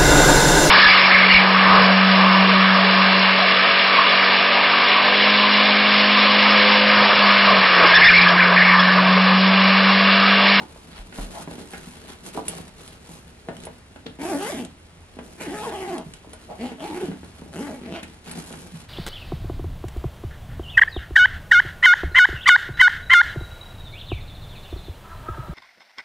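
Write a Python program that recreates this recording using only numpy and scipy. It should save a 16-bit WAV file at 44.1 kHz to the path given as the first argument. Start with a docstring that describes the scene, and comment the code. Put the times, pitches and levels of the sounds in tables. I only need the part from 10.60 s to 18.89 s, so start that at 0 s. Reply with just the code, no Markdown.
"""Faint room hum and cloth stirring come first, then thuds as a canvas backpack is set down on a carpet.
Hands rub and bump the cloth (shaped noise), and metal pull tabs clink (noise cracks with decaying sines).
Then the zipper is drawn in six uneven pulls: one pulse a tooth rings the bag's panel like a soft drumhead
and the pocket behind it, while filtered ticks and noise make rasp and fizz. A short room tail surrounds it."""
import sys
import numpy as np
from scipy import signal
from scipy.fft import rfft, irfft, next_fast_len
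from scipy.io import wavfile
from scipy.ndimage import uniform_filter1d, map_coordinates

SR = 44100
rng = np.random.default_rng(int(sys.argv[2]) if len(sys.argv) > 2 else 0)


def dump_mix(stems):
    """Bounce the given channels to the path in sys.argv[1] as a 16-bit WAV at rate SR."""
    frames = np.atleast_2d(stems).T  # one column per channel
    limited = np.clip(frames, -1, 1)  # hard clip at full scale
    pcm = np.round(limited * 32767).astype(np.int16)
    wavfile.write(sys.argv[1], SR, pcm)


N = 365500
TIME = np.arange(N) / SR  # [s]

# slider movement, one list per pull: (time [s], tooth rate before waver [1/s], pressure on the bag [dB])
SLIDER_PULLS = [
    [(3.585, 228, 0), (3.625, 300, -4), (3.655, 330, 4.5), (3.685, 390, -8), (3.708, 400, 5.5),
     (3.738, 286, 2.5), (3.768, 284, 6.5), (3.783, 340, -6.5), (3.835, 420, 5.5), (3.865, 450, -4),
     (3.893, 577, 3), (3.913, 553, -7), (3.93, 338, 1), (3.953, 202, 3.5), (3.983, 287, 0),
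     (4.015, 226, 1.5), (4.08, 138, 10)],
    [(4.775, 261, 1), (4.82, 530, -4), (4.86, 397, -5), (4.892, 258, 0.5), (4.95, 423, 1), (5.02, 418, 0),
     (5.05, 574, 1), (5.07, 467, 6), (5.093, 410, 1), (5.11, 294, -4), (5.147, 412, -0.5), (5.175, 380, -5),
     (5.23, 396, 3), (5.26, 328, -5), (5.285, 402, 0), (5.338, 350, 2), (5.378, 220, 1), (5.445, 140, 8)],
    [(5.978, 183, 7), (6.025, 234, 3.5), (6.055, 255, 3), (6.09, 260, -6), (6.18, 156, -1)],
    [(6.175, 199, 2), (6.238, 319, -3), (6.272, 466, -3), (6.295, 317, -2.5), (6.33, 292, 4.5),
     (6.375, 390, 2), (6.395, 318, -5), (6.415, 440, 4.5), (6.438, 365, 12), (6.468, 294, -3),
     (6.57, 160, 7)],
    [(6.91, 136, 11), (6.98, 169, 4), (7.012, 260, 4), (7.04, 295, -0.5), (7.08, 272, -1), (7.12, 194, 3.5),
     (7.15, 290, -7), (7.235, 198, -1)],
    [(7.205, 200, 4), (7.265, 245, -4), (7.3, 146, 7.5), (7.33, 193, 2), (7.365, 370, -2), (7.39, 310, -2),
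     (7.43, 220, -15)],
]
# bright hiss of zipper and fibres: (frequency [Hz], relative density [dB per Hz])
FIZZ_SPECTRUM = [(2500, -37), (5000, -6), (7600, -3.5), (10300, -2), (11300, -4.5), (12500, -15.5),
                 (15000, -34)]


def amp(db):
    """Decibels to gain."""
    return 10 ** (np.asarray(db) / 20)


def unit(x):
    """Scale to rms 1."""
    return x / np.sqrt(np.mean(x ** 2) + 1e-20)


def along(points, hz):
    """(Hz, value) points read on a log frequency axis."""
    f, v = np.transpose(points)
    return np.interp(np.log(hz + 1), np.log(f), v)


def wobble(rate):
    """A smooth random curve through rate knots a second."""
    knots = rng.standard_normal(int(N * rate / SR) + 4)
    return map_coordinates(knots, [np.arange(N) * rate / SR])


def filtered(x, response):
    """x times a response of frequency, padded with silence."""
    n = x.shape[-1]
    m = 2 * next_fast_len(n // 2 + 4096)
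    return irfft(rfft(x, m) * response(np.fft.rfftfreq(m, 1 / SR)), m)[..., :n]


def colour(x, points):
    """Causal (minimum-phase) filter with the given spectrum."""
    def response(hz):
        cepstrum = irfft(np.log(amp(along(points, hz))))
        half = len(cepstrum) // 2
        # folding the cepstrum forward in time keeps sound from preceding its cause
        folded = np.r_[cepstrum[0], 2 * cepstrum[1:half], np.zeros(half)]
        return np.exp(rfft(folded))
    return filtered(x, response)


def spread(pair):
    """Two unrelated signals become left and right: alike in the bass, least around 1.2 kHz."""
    # (frequency [Hz], likeness of left and right [correlation])
    likeness = [(100, 0.98), (500, 0.7), (800, 0.49), (1200, 0.044), (3200, 0.51), (5500, 0.62),
                (11000, 0.69)]

    def shares(hz):
        turn = np.arccos(np.clip(along(likeness, hz), -1, 1)) / 2
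        return np.array([np.cos(turn), np.sin(turn)])
    mid, side = filtered(pair, shares)
    return np.array([mid + side, mid - side])


def friction(spectrum, grip=1):
    """Stereo noise of rms 1, let through as the contact grips."""
    noise = grip * rng.standard_normal((2, N))
    return unit(colour(spread(noise), spectrum))


def bursts(pulses, life, bed):
    """Each pulse opens a burst fading over life seconds, above a steady bed."""
    fall = np.exp(-1 / (life * SR))
    return bed + unit(signal.lfilter([1], [1, -fall], pulses))


def add(track, s, sound):
    """Mix a sound in at s seconds."""
    part = track[..., max(round(s * SR), 0):][..., :sound.shape[-1]]
    part += sound[..., :part.shape[-1]]


def envelope(start, end, attack, release):
    """Rise after start, hold, and fall to nothing at end; all in seconds."""
    return np.clip((TIME - start) / attack, 0, 1) * np.clip((end - TIME) / release, 0, 1)


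def background():
    """Still air is shaped noise; the hum is two sines of unsteady level and phase."""
    # still air: (frequency [Hz], relative density [dB per Hz])
    air = [(22, -14.5), (75, 0), (130, -9.5), (300, -14.5), (700, -19.5), (2700, -24.5), (6000, -32.5),
           (10800, -33), (12100, -56)]
    # room hum, the upper one before its swell: (frequency [Hz], rms level [dB])
    hum = [(39.5, -63), (82, -54.5)]
    # the upper hum grows for a while: (time [s], gain [dB])
    hum_swell = [(5.8, -7), (6.5, 5), (7.2, 4.5), (7.7, -2)]
    tones = []
    for hz, db in hum:
        level = amp(2.5 * wobble(5))
        tones.append(amp(db) * unit(level * np.sin(2 * np.pi * hz * TIME + wobble(9))))
    low, high = tones
    swell = amp(np.interp(TIME, *np.transpose(hum_swell)))
    return amp(-49.5) * friction(air) + low + high * swell


def touch():
    """Gains of flapping, swish and crackle: brushes add in power to a faint, restless stirring."""
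    # how much the bag is shifted about: (time [s], gain [dB])
    stirring = [(0, 5.5), (1.3, 6), (2.7, 3.5), (3.3, -4), (5.6, 3), (7.55, 2.5), (8.29, -6)]
    # faint stirring before its gain and swing: (flapping, swish, crackle [dB])
    stir_levels = (-58.5, -61, -64)
    # hands and sleeves on the cloth: (start [s], length [s], flapping [dB], swish [dB], crackle [dB])
    brushes = [(-.02, 0.044, -37, -41.5, -52), (0.324, 0.07, -51, -44.5, -57.5),
               (0.546, 0.12, -42.5, -44.5, -45.5), (0.689, 0.16, -43, -45, -45.5),
               (0.887, 0.16, -43, -49.5, -51.5), (1.028, 0.33, -55.5, -53, -52),
               (1.41, 0.12, -48, -48.5, -52), (1.648, 0.045, -43, -43.5, -41.5),
               (1.739, 0.045, -43, -41, -43), (1.864, 0.15, -43, -46, -46.5),
               (2.207, 0.072, -53.5, -50, -50), (2.468, 0.15, -68, -58, -53.5),
               (2.974, 0.12, -42.5, -52.5, -57), (4.622, 0.178, -50, -65, -58),
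               (5.892, 0.039, -42.5, -51, -71), (6.82, 0.12, -48.5, -71, -63),
               (7.653, 0.15, -45, -49, -53.5), (7.762, 0.13, -46, -47, -45.5),
               (7.892, 0.19, -44.5, -51, -49.5), (8.106, 0.13, -55, -49.5, -50.5)]
    attack, release = .048, .062  # s
    stir_db = np.interp(TIME, *np.transpose(stirring)) + 2.2 * wobble(16)
    power = amp(np.vstack(stir_levels) + stir_db) ** 2
    for s, length, *levels_db in brushes:
        contact = envelope(s - attack / 2, s + length + release / 2, attack, release)
        power += (amp(np.c_[levels_db]) * contact) ** 2
    return np.sqrt(power)


def snags(rate, size_db):
    """Fibres catch and let go at random, rate times a second, mostly small, a few large."""
    caught = rng.random(N) < rate / SR
    return caught * amp(size_db * np.minimum(rng.exponential(size=N), 4))


def cloth():
    """Folds flap, the weave swishes and fibres crackle: noise gated by random snags."""
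    # low flapping of folds: (frequency [Hz], relative density [dB per Hz])
    flap_spectrum = [(60, -30), (120, -6), (160, 3), (270, 2.5), (410, 0), (520, -6), (780, -7.5),
                     (1100, -26), (2500, -44.5)]
    # swish of the weave: (frequency [Hz], relative density [dB per Hz])
    swish_spectrum = [(350, -10), (800, 5.5), (2100, 3), (4300, 2.5), (6500, -14), (10000, -48)]
    flap, swish, crackle = touch()
    grip = bursts(snags(rate=650, size_db=2.7), life=.002, bed=.36)
    folds = bursts(snags(rate=160, size_db=1.5), life=.004, bed=1)
    fidget = amp(1.8 * wobble(28))
    flapping = flap * friction(flap_spectrum, folds)
    swishing = swish * friction(swish_spectrum, grip)
    crackling = crackle * friction(FIZZ_SPECTRUM, grip)
    return fidget * (flapping + swishing + crackling)


def rubs_and_catches():
    """Brief contacts: each is a short band of noise that swells and fades as a bell curve."""
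    # cloth slides and pats, a snap at 3.47 s, the zipper catching at 4.82 s and clicking to a stop at 7.44 s:
    # (middle [s], noise rms before the bell curve [dB], centre [Hz], bell's standard deviation [s])
    contacts = [(0.01, -39.5, 850, 0.019), (0.774, -37.5, 750, 0.022), (1.148, -42, 1810, 0.012),
                (1.767, -33, 375, 0.012), (1.792, -37, 685, 0.0091), (1.938, -36, 720, 0.0023),
                (2.903, -39, 467, 0.018), (3.467, -35, 3480, 0.0029), (3.468, -31.5, 312, 0.0049),
                (4.82, -45, 1882, 0.0072), (5.471, -39, 178.7, 0.01), (5.919, -35, 650, 0.017),
                (7.436, -41.5, 2397, 0.006), (8.149, -36, 172, 0.011)]
    out = np.zeros((2, N))
    t = np.arange(SR // 4) / SR - 1 / 8
    for s, db, hz, half in contacts:
        band = lambda f: 1 / (1 + (np.log((f + 1) / hz) / 0.26) ** 2) ** 1.19
        noise = unit(filtered(spread(rng.standard_normal((2, len(t)))), band))
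        contact = noise * np.exp(-.5 * (t / half) ** 2)
        add(out, s + t[0], amp(db) * contact[:, t + s >= 0])
    return out


def bumps():
    """A soft blow pushes the panel once and shakes the loose cloth: thump, pop and scuff."""
    # hands and folds bumping the bag, and the slider jerking as a pull sets off or catches: (time [s], thump
    # peak [dB], pop peak [dB], scuff peak [dB])
    knocks = [(0.16, -62, -35.5, -47), (0.525, -43, -40, -32.5), (0.585, -26, -24.5, -32),
              (0.875, -25.5, -30, -36), (0.912, -34, -29.5, -36), (0.981, -28.5, -37, -44),
              (1.135, -33, -31, -25.5), (1.749, -36, -35, -42), (1.7745, -23.5, -16, -40),
              (1.986, -40, -34.5, -37), (2.491, -37, -39.5, -61), (2.886, -25, -22, -28),
              (3.069, -33, -26, -35), (3.36, -37.5, -34.5, -36), (3.464, -27.5, -34, -32.5),
              (3.588, -30.5, -34, -40), (4.568, -32, -40, -48), (4.588, -31.5, -28, -32.5),
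              (4.811, -29, -30, -35), (5.646, -55, -36.5, -56), (5.672, -36, -43, -57),
              (5.733, -61, -33, -39), (6.117, -27, -36, -37), (6.484, -23, -46, -46),
              (6.515, -26, -34, -35), (6.631, -32.5, -38, -41), (6.819, -29, -37.5, -56),
              (7.429, -30.5, -40, -35), (7.776, -27, -34, -53), (7.906, -37, -34, -44),
              (7.937, -33, -35, -34)]
    # spectra of the three parts, each: (frequency [Hz], relative density [dB per Hz])
    thump = [(40, -34), (100, -9), (170, 0.5), (280, 6), (450, -8.5), (1200, -64)]
    pop = [(150, -60), (400, 0), (650, 4), (850, 2.5), (1200, -7), (2000, -36), (5000, -88)]
    scuff = [(600, -58), (1400, 15), (2300, 9), (3800, 2.5), (6000, -10.5), (10000, -7), (14000, -97)]
    # (spectrum, decay by 60 dB [s], strength of the single push against the shaking)
    voices = [(thump, .11, 1.3), (pop, .09, 1.1), (scuff, .06, .45)]
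    out, t = np.zeros((2, N)), np.arange(SR // 5) / SR
    push = np.array([[1], [0]]) * (t == 0)  # in the middle of the stereo picture
    for s, *levels_db in knocks:
        for db, (spectrum, t60, snap) in zip(levels_db, voices):
            shake = rng.standard_normal((2, len(t))) * amp(-60 * t / t60)
            blow = colour(spread(snap * push + shake / np.linalg.norm(shake[0])), spectrum)
            add(out, s, amp(db) * blow / np.abs(blow).max())
    return out


def thuds():
    """Shoe and bag land and the floor under the carpet sways: a low sine swells, then decays."""
    # (time [s], level before the 7 dB lift and the slow rise [dB], frequency [Hz], decay by 60 dB [s])
    landings = [(0.391, -25.5, 39, 0.16), (0.584, -23.5, 37.4, 0.3)]
    out, t = np.zeros(N), np.arange(SR // 2) / SR
    for s, db, hz, t60 in landings:
        rise = 1 - np.exp(-t / 0.034)
        add(out, s, amp(db + 7.0 - 60 * t / t60) * rise * np.sin(2 * np.pi * hz * t))
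    return out


def clinks():
    """A small metal tab strikes the slider: a noise crack and a short high jingle, mixed anew by each blow."""
    # pull tabs and slider: (time [s], crack peak [dB], ring peak relative to the crack's [dB])
    strikes = [(1.107, -33, -4), (1.8813, -17, 5.5), (1.884, -23, -5), (2.2775, -29, -8), (2.967, -31, -12),
               (3.002, -33, -10), (3.036, -28, -14), (3.052, -30.5, 3), (4.049, -25.5, -18),
               (5.3809, -25.5, -14), (5.537, -26.5, -29), (5.7325, -28.5, -2), (7.431, -28.5, -5),
               (7.713, -27, 3.5), (7.926, -27, -16)]
    # the tab's modes, before each blow's random mix: (frequency [Hz], relative level [dB])
    tab_modes = [(7270, -12), (7820, -2), (8320, 0), (8930, -4), (9950, 6), (10500, 2), (11150, -2)]
    # the crack: (frequency [Hz], relative density [dB per Hz])
    crack_spectrum = [(1000, -15), (3500, -7.5), (5700, -14.5), (8000, -10.5), (10500, -11), (14000, -56)]
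    tab_t60, crack_t60 = .055, .022  # decay by 60 dB, s
    out, t = np.zeros((2, N)), np.arange(SR // 8) / SR
    hz, modes_db = np.transpose(tab_modes)
    onset = np.tanh(t / .0005) ** 2
    modes = np.sin(2 * np.pi * np.outer(hz, t)) * amp(-60 * t / tab_t60) * onset
    for s, db, ring_db in strikes:
        noise = rng.standard_normal((2, len(t))) * amp(-60 * t / crack_t60)
        crack = colour(spread(noise), crack_spectrum)
        ring = amp(modes_db + 3 * rng.standard_normal((2, len(hz)))) @ modes
        crack, ring = crack / np.abs(crack).max(), ring / np.abs(ring).max()
        add(out, s, amp(db) * (crack + amp(ring_db) * ring))
    return out


def roughness():
    """Each pull has its own unevenness, greatest while the slider first catches."""
    # steady unevenness of the six pulls [0-1]
    unevenness = (.78, .74, .55, .95, .68, .9)
    catch, catch_s = .6, .055  # extra share as the slider sets off, and its fading time
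    rough = np.zeros(N)
    for pull, steady in zip(SLIDER_PULLS, unevenness):
        age = TIME - pull[0][0]
        caught = steady * (1 + catch * np.exp(-np.abs(age) / catch_s))
        rough = np.where(age >= 0, caught, rough)
    return rough


def effort(speed, press_db):
    """Gains of panel, pocket, rasp and fizz: pulls swell and drift, and speed and pressure tilt the balance."""
    # one row per pull, before speed and pressure: (panel [dB], pocket [dB], rasp [dB], fizz [dB],
    # approach to the pocket over the pull [dB], tightening over the pull [dB])
    pull_levels = [(-30.5, -37, -41.5, -43.5, -10, -3), (-31, -39.5, -45, -50, 12, -4.5),
                   (-31.5, -41, -42, -52.5, -11, -5), (-33.5, -45, -46.5, -53.5, -28, -4.5),
                   (-33.5, -43, -47, -50, -5, -12), (-35, -42, -42, -58, 17, 15)]
    # the hand takes up the slack: (panel, pocket, rasp, fizz [s])
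    attacks = (0.039, 0.074, 0.039, 0.043)
    # a faster slider shifts the balance: (panel, pocket, rasp, fizz [dB per octave])
    speed_slopes = (-0.5, 5.5, 2, 2.5)
    # how much of the pressure reaches each: (panel, pocket, rasp, fizz [dB per dB])
    press_shares = (0.9, 0.33, 0.052, 0.24)
    release = .084  # the hand eases off, s
    best_hz, detune_db = 302, 12  # tooth rate that suits the panel; extra loss one octave away
    total = 0
    for curve, (*levels_db, approach_db, tighten_db) in zip(SLIDER_PULLS, pull_levels):
        start, end = curve[0][0], curve[-1][0]
        travel = np.clip((TIME - start) / (end - start), 0, 1) - .5
        drift_db = np.outer([0, approach_db, tighten_db, tighten_db], travel)
        swell = envelope(start, end, np.vstack(attacks), release)
        total = total + swell * amp(np.c_[levels_db] + drift_db)
    octaves = np.log2(speed / best_hz)
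    speed_db = np.outer(speed_slopes, octaves)
    speed_db[0] -= detune_db * octaves ** 2
    return total * amp(speed_db + np.outer(press_shares, press_db))


def teeth(speed, rough, waver, uneven_db):
    """One pulse each time the slider passes a tooth; the slower and rougher it goes, the more it stutters."""
    passed = np.cumsum(speed * np.exp(waver * rough * wobble(90))) / SR
    count = np.arange(1, int(passed[-1]))
    late, size = rng.standard_normal((len(count), 2)).T * np.interp(count, passed, rough)
    # sticking and slipping: .05 tooth lengths of scatter at 330 teeth a second and roughness 1
    scatter = .05 * 330 / np.interp(count, passed, speed)
    at = np.searchsorted(passed, count + scatter * late).clip(0, N - 1)
    return np.bincount(at, amp(uneven_db * size), N)


def resonate(pulses, modes, low_hz, high_hz):
    """Pulses ring the listed modes, one each for panel and pocket, evened so the pull alone sets the strength."""
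    def body(f):
        total = 0
        for k, (centre, width, db) in enumerate(modes):
            mode = 1j * f * width / (centre * centre - f * f + 1j * f * width)
            total = total + (-1) ** k * amp(db) * mode
        return total

    def response(f):
        return body(f) * f ** 4 / (f ** 4 + low_hz ** 4) / (1 + (f / high_hz) ** 4)
    ring = filtered(pulses, response)
    power = uniform_filter1d(ring ** 2, round(.02 * SR))
    return ring / np.sqrt(np.abs(power) + 1e-12)


def diffuse(pulses, t60):
    """Each tick reaches the air by many short paths along tape and cloth: a noise tail for each ear."""
    t = np.arange(round(t60 * SR)) / SR
    paths = spread(rng.standard_normal((2, len(t))) * amp(-60 * t / t60))
    return signal.fftconvolve(pulses[None], paths, axes=1)[:, :N]


def flexing(x, depth_db):
    """The tape bends, so bands of its sound come and go at random."""
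    z = signal.stft(x, nperseg=512)[2]
    field = uniform_filter1d(rng.standard_normal(z.shape[1:]), size=7, axis=0)  # smooth in frequency
    field = uniform_filter1d(field, size=9, axis=1)  # and in time
    return unit(signal.istft(z * amp(depth_db * unit(field)), nperseg=512)[1][:, :N])


def zipper():
    """Teeth drum on the bag's panel and pocket, while each scrapes through the slider."""
    # the taut canvas: (frequency [Hz], width [Hz], level before evening [dB])
    panel_modes = [(279, 224, 2.5)]
    # the hollow behind it, before its swing: (frequency [Hz], width [Hz], level before evening [dB])
    pocket_modes = [(711, 122, 12)]
    # scrape of the teeth: (frequency [Hz], relative density [dB per Hz])
    rasp_spectrum = [(500, -25), (1150, 0.5), (1750, 1), (2300, 1), (3100, -1.5), (4500, -7), (10000, -39)]
    s, *controls = np.concatenate(SLIDER_PULLS).T
    speed, press_db = [np.interp(TIME, s, c) for c in controls]
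    rough = roughness()
    panel, pocket, rasp, fizz = effort(speed, press_db)

    pulses = teeth(speed, rough, waver=.035, uneven_db=2.8)
    grip = bursts(pulses, life=.001, bed=.4)
    drag = unit(pulses) + .18 * rough * grip * rng.standard_normal(N)
    flutter = amp(2.5 * rough * wobble(50))
    drum = panel * flutter * resonate(drag, panel_modes, low_hz=103, high_hz=534)

    # the paths change as the slider travels: six tails trade places
    shares = np.array([wobble(20) for _ in range(6)])
    shares = shares / np.linalg.norm(shares, axis=0)
    ticks = unit(sum(share * diffuse(pulses, t60=.012) for share in shares))

    # the hollow changes shape under the hand: its resonance swings between two pitches
    swing = 1.13
    struck = 0.63 * ticks + unit(drag)
    slack, taut = [resonate(struck, np.multiply(pocket_modes, [shift, 1, 1]), low_hz=384, high_hz=1460)
                   for shift in (1 / swing, swing)]
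    squeeze = np.pi / 4 * (1 + np.tanh(2 * wobble(25)))
    hollow = np.cos(squeeze) * slack + np.sin(squeeze) * taut
    hollow = pocket * amp(1.8 * wobble(35)) * hollow

    tick_scrape = unit(colour(ticks, rasp_spectrum))
    scrape = flexing(tick_scrape + amp(-3.5) * friction(rasp_spectrum, grip), depth_db=2)
    tug = amp(0.38 * wobble(65))  # the slider catches and frees
    return drum + hollow + tug * (rasp * scrape + fizz * friction(FIZZ_SPECTRUM, grip))


def room(x):
    """Near walls and furniture answer after 4 ms with a short tail of decaying noise."""
    # (frequency [Hz], decay by 60 dB [s])
    decay = [(100, 0.38), (400, 0.26), (2000, 0.33), (10000, 0.068)]
    hz, t, z = signal.stft(rng.standard_normal((2, SR // 3)), SR, nperseg=256)
    fading = z * amp(-60 * t / along(decay, hz)[:, None])
    tail = spread(signal.istft(fading, SR, nperseg=256)[1])
    tail = np.pad(tail / np.linalg.norm(tail[0]), ((0, 0), (round(.004 * SR), 0)))
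    return signal.fftconvolve(x, tail, axes=1)[:, :N]


def boom(x):
    """The low part of a sound rings a standing wave of the room, alike in both ears."""
    centre, width = 166, 58  # Hz; the width is that of one of two equal stages
    mode = lambda f: 1j * f * width / (centre ** 2 - f * f + 1j * f * width)
    return amp(-5.5) * filtered(x.mean(axis=0), lambda f: mode(f) ** 2)


def off_centre(pair):
    """The bag stands left of the microphone, so the left ear leads in phase in the treble."""
    # (frequency [Hz], lead of the left ear [rad])
    lead = [(1000, 0), (3100, 2), (11000, 2)]
    return filtered(pair, lambda hz: np.exp(.5j * np.outer([1, -1], along(lead, hz))))


def scene():
    """The bag an arm's length or two away, in its room."""
    slider = zipper()
    handling = cloth() + rubs_and_catches() + bumps() + clinks()
    bag = slider + handling
    echo = room(amp(-10) * slider + amp(-7) * handling)
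    return off_centre(bag + echo + boom(bag) + thuds() + background())


def record(dry):
    """Limit the sound to below 15.6 kHz."""
    return filtered(dry, lambda hz: hz < 15600)


dry = scene()
out = record(dry)
dump_mix(out)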